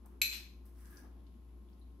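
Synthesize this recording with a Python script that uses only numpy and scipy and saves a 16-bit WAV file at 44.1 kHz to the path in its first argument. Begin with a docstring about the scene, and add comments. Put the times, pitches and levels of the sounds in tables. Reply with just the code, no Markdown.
"""In a small, echoing kitchen, a hinged metal citrus press snaps shut with one bright clink.
The blow sets the metal ringing, and the two halves rub as they settle. The press is then squeezed
over a jar: the fruit gives a soft, wet rustle, and the press ticks faintly in the hand.
A refrigerator hums underneath."""
import sys
import numpy as np
from scipy import signal
from scipy.fft import rfft, irfft
from scipy.io import wavfile
from scipy.ndimage import uniform_filter1d

SR = 44100
rng = np.random.default_rng(int(sys.argv[2]) if len(sys.argv) > 2 else 0)


def master_out(mix):
    """Clip the mix to full scale and print it as 16-bit PCM to the path in sys.argv[1]."""
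    frames = np.transpose(np.atleast_2d(mix))
    ceiling = np.clip(frames, -1, 1)
    pcm = np.round(ceiling * 32767).astype(np.int16)
    wavfile.write(sys.argv[1], SR, pcm)


N = 88200
TIME = np.arange(N) / SR

# The halves meet, bounce and settle. Each row: start in seconds, level in dB, favoured pitch in Hz.
BLOWS = [(0.216, -30, 2498), (0.2173, -32, 11500), (0.2195, -30, 4150), (0.327, -47, 4150),
         (0.345, -53, 11500)]
# How alike the two ears' noise is. Each row: pitch in Hz, likeness (0 unrelated, 1 the same).
EAR_LIKENESS = [(60, 0.91), (130, 0.94), (290, .7), (640, .4), (1400, .3), (6000, 0.1), (13000, .45)]
# The press sits a little to the left. Each row: pitch in Hz, left level minus right in dB.
LEFT_LEAD = [(1000, 1), (2400, 1), (4300, 5), (8000, 4), (12000, -0.5)]


def clink():
    """Each blow rings all the metal's tones: a loud, short chatter, then a faint free ring."""
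    # Each row: pitch in Hz, relative level in dB, seconds for the free ring to fade by 60 dB.
    metal_tones = [(2366, -13, .12), (2446, -6, .2), (2506, -2, .28), (2560, -6, .2), (3531, -12, .25),
                   (4044, -8, .3), (4122, 0, .46), (4205, -8, .2), (4267, -10, .2), (6130, -8, .28),
                   (6430, -14, .55), (7454, -2, .35), (11367, -11, .2), (11446, -6, .22), (11552, -3, .2),
                   (13508, -7, .17), (13602, -7, .18), (13726, -10, .14)]
    out = np.zeros((2, N))
    for start, blow_db, favoured_hz in BLOWS:
        chatter = decay(start, t60=.03)
        for hz, tone_db, t60 in metal_tones:
            octaves = np.log2(hz / 5000)
            # The spot that is struck lifts nearby pitches by up to 5 dB.
            favour_db = 5 * np.exp(-(np.log2(hz / favoured_hz) / .3) ** 2)
            free_ring = from_db(-14.5 + 2.5 * octaves) * decay(start, t60)
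            loudness = from_db(favour_db - 1.5 * octaves) * chatter + free_ring
            tone = from_db(blow_db + tone_db) * np.sin(2 * np.pi * hz * (TIME - start))
            out += pan(at_hz(LEFT_LEAD, hz)) * loudness * tone
    return out


def crack():
    """Metal hits metal on the first blow, with a brief burst of noise."""
    # Each row: pitch in Hz, relative level in dB.
    colour = [(300, -27.5), (800, -21), (1400, -10), (2000, -2), (2500, 0), (2950, 1), (3500, 0), (4500, 4),
              (5500, -2), (6200, 1.5), (6900, -4), (7600, 1.5), (9500, -19), (10700, -3), (11500, 1),
              (12600, -17), (13600, 1), (14600, -15), (16000, -20)]
    return from_db(-28.5) * decay(BLOWS[0][0], t60=.045) * press_noise(colour)


def rub():
    """The halves slide into place in many tiny slips."""
    # Each row: time in seconds, level in dB.
    sliding = [(0.305, -72), (0.328, -47), (0.348, -48.5), (0.375, -62.5), (0.42, -91)]
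    # Each row: pitch in Hz, relative level in dB.
    colour = [(600, -24), (1500, -5), (2600, 3.5), (4200, 2.5), (6000, 0), (7700, -6.5), (8600, -4.5),
              (9600, -15.5), (11500, -6), (12600, -30), (13600, -23), (15000, -38)]
    return level_curve(sliding) * grains(per_s=4000, spread_db=2.5) * press_noise(colour)


def squeeze():
    """A soft, wet hiss follows the pressure on the fruit, with a few hollow squelches."""
    # Each row: time in seconds, level of the hiss in dB.
    pressure = [(0.62, -100), (0.665, -71), (0.72, -83.5), (0.79, -71), (0.87, -69), (0.99, -67),
                (1.04, -79), (1.12, -109)]
    # Each row: pitch in Hz, relative level in dB.
    colour = [(500, -8), (1200, 9), (2300, -2), (4200, -8), (5600, -1.5), (7200, -10.5), (8600, 1),
              (9600, -15.5), (11000, 8), (12600, -10.5), (14000, 2.5), (16000, -10)]
    # Each row: peak time in seconds, level in dB, pitch in Hz, width in Hz, spread in seconds.
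    squelches = [(0.06, -67, 740, 644, 0.012), (0.133, -75, 920, 900, 0.033),
                 (0.865, -69.5, 1650, 252.4, 0.018), (0.958, -67.5, 1650, 110, 0.043),
                 (1.052, -66, 900, 770, 0.017), (1.13, -75.5, 596, 590, 0.096),
                 (1.735, -75, 794, 690, 0.009)]
    wet_hiss = level_curve(pressure) * grains(per_s=3700, spread_db=2) * press_noise(colour)
    return wet_hiss + swells(squelches)


def ticks():
    """The press and the peel make small ticks, damped by the hand."""
    # Each row: start in seconds, level in dB, pitch in Hz, width in Hz, fade time in seconds.
    contacts = [(0.0583, -58, 10500, 8000, 0.034), (0.6544, -66.5, 11930, 6000, 0.091),
                (0.8544, -63, 6020, 7000, 0.042), (0.9068, -58, 13600, 3020, .025),
                (0.9705, -55, 5400, 1470, 0.029), (1.266, -71.5, 3400, 2500, .08),
                (1.489, -78.5, 2303, 1497, .06), (1.6856, -74.5, 3400, 696, .04),
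                (1.697, -68, 13800, 2000, 0.015), (1.7294, -73.5, 4900, 1500, 0.037),
                (1.7944, -71, 10680, 1383, 0.038), (1.814, -71, 4040, 450, .08)]
    return sum(from_db(db) * decay(start, t60) * resonant_noise(hz, width)
               for start, db, hz, width, t60 in contacts)


def handling():
    """Skin creeps on the handles; hands and arms bump softly at the counter."""
    # Each row: time in seconds, level in dB.
    grip = [(1.0, -104), (1.1, -88), (1.32, -89), (1.58, -98), (1.7, -89), (1.86, -89), (2.0, -96)]
    # Each row: peak time in seconds, level in dB, pitch in Hz, width in Hz, spread in seconds.
    bumps = [(0.14, -66, 368.7, 90.16, .02), (1.03, -66.5, 280, 160, 0.085)]
    creep = level_curve(grip) * grains(per_s=1200, spread_db=4.5) * resonant_noise(hz=3308, width=900)
    return creep + swells(bumps)


def kitchen(sound):
    """Hard walls and cupboards throw back a dense wash of echoes."""
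    # Each row: pitch in Hz, seconds for the echoes to fade by 60 dB.
    fade_times = [(300, 0.37), (2500, 0.44), (5000, 0.43), (9000, 0.29), (14000, 0.43)]
    edges = 20 * 2 ** (np.arange(30) / 3)  # three bands to the octave
    tail = 0
    for low, high in zip(edges, edges[1:]):
        hz = np.sqrt(low * high)
        tail += decay(start=.0033, t60=at_hz(fade_times, hz)) * band_noise(low, high, hz)
    return signal.fftconvolve(sound, rms_one(tail) / np.sqrt(N), axes=1)[:, :N]


def refrigerator():
    """Slightly wavering tones hum over the compressor's low rumble."""
    # Each row: pitch in Hz, level in dB.
    hum_tones = [(59.2, -53.5), (209.9, -74), (283, -81), (350.5, -74.5), (1066, -85)]
    # Low rumble, and a faint hiss in the high treble that peaks near 11 kHz. Each row: pitch in Hz, relative
    # level in dB.
    colour = [(25, -13.5), (45, -1), (80, 0.5), (140, -6), (210, 2), (340, -3.5), (520, -15.5), (1050, -19),
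              (1700, -29.5), (3300, -31), (7000, -37.5), (9500, -43), (10400, -31.5), (11400, -28.5),
              (12600, -43), (14000, -38), (16000, -48)]
    hum = 0
    for hz, db in hum_tones:
        waver_db = 1.15 * rms_one(signal.resample(rng.standard_normal(20), N))
        hum += np.sqrt(2) * from_db(db + waver_db) * np.sin(2 * np.pi * (hz * TIME + rng.random()))
    rumble_and_hiss = coloured_noise(colour, left_db=lambda hz: 2.5)
    return hum * pan(left_db=2.35) + from_db(-63) * rumble_and_hiss


def from_db(db):
    """Turn decibels into a number to multiply by."""
    return 10 ** (np.asarray(db) / 20)


def rms_one(x):
    """Scale a signal so its average strength (rms) is 1."""
    return x / np.sqrt(np.mean(x ** 2) + 1e-20)


def at_hz(table, hz):
    """Look up a pitch in a table, blending between rows by octaves."""
    pitches, values = np.transpose(table)
    return np.interp(np.log(hz), np.log(pitches), values)


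def level_curve(rows):
    """Loudness that glides from row to row, silent before and after."""
    times, db = np.transpose(rows)
    return from_db(np.interp(TIME, times, db)) * (TIME > times[0]) * (TIME < times[-1])


def pan(left_db):
    """Left and right gains, with the left louder by left_db."""
    return from_db(np.array([[.5], [-.5]]) * left_db)


def decay(start, t60, rise_s=.0014):
    """A quick rise, then a fade of 60 dB every t60 seconds."""
    age = np.maximum(TIME - start, 0)
    return np.minimum(age / rise_s, 1) * from_db(-60 * age / t60)


def grains(per_s, spread_db):
    """The flickering loudness of many tiny, uneven bursts."""
    sizes = from_db(spread_db * np.minimum(rng.exponential(1, N), 5))
    bursts = sizes * (rng.random(N) < per_s / SR)
    return rms_one(np.sqrt(np.abs(uniform_filter1d(bursts ** 2, size=24))))


def swells(rows):
    """Short puffs of noise that rise and fall along a bell curve."""
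    return sum(from_db(db) * np.exp(-.5 * ((TIME - peak) / spread) ** 2) * resonant_noise(hz, width)
               for peak, db, hz, width, spread in rows)


def two_ears(mid, side, hz):
    """Mix two noises into left and right, as alike as the room makes them at this pitch."""
    alike = at_hz(EAR_LIKENESS, hz)
    return np.sqrt(1 + alike) * mid + np.sqrt(1 - alike) * side * np.array([[1], [-1]])


def band_noise(low, high, hz):
    """Stereo noise between two pitches; hz sets how alike the ears are."""
    mid, side = rng.standard_normal((2, N))
    band = signal.butter(2, [low, high], "band", fs=SR, output="sos")
    return signal.sosfilt(band, two_ears(mid, side, hz))


def resonant_noise(hz, width):
    """Noise around one pitch, coming from near the press."""
    low = np.hypot(hz, width / 2) - width / 2
    high = min(low + width, .45 * SR)
    return rms_one(band_noise(low, high, hz)) * pan(at_hz(LEFT_LEAD, hz))


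def coloured_noise(colour, left_db):
    """Steady stereo noise; its colour says how strong each pitch is."""
    hz = np.maximum(np.arange(N // 2 + 1) * SR / N, 1)
    mid, side = rfft(rng.standard_normal((2, N)))
    spectrum = two_ears(mid, side, hz) * from_db(at_hz(colour, hz)) * pan(left_db(hz))
    return rms_one(irfft(spectrum, N))


def press_noise(colour):
    """Coloured noise from where the press is held."""
    return coloured_noise(colour, lambda hz: at_hz(LEFT_LEAD, hz))


def scene():
    """Add up the press, its echoes and the refrigerator."""
    ring = clink()
    contact = crack() + rub()
    small_sounds = squeeze() + ticks() + handling()
    echoes = kitchen(from_db(-2.5) * ring + from_db(-.5) * contact + from_db(-4.5) * small_sounds)
    return ring + contact + small_sounds + echoes + refrigerator()


def record(dry, cutoff_hz=16400):
    """Cut away the very highest treble."""
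    return signal.sosfilt(signal.cheby2(16, 70, cutoff_hz, fs=SR, output="sos"), dry)


dry = scene()
out = record(dry)
master_out(out)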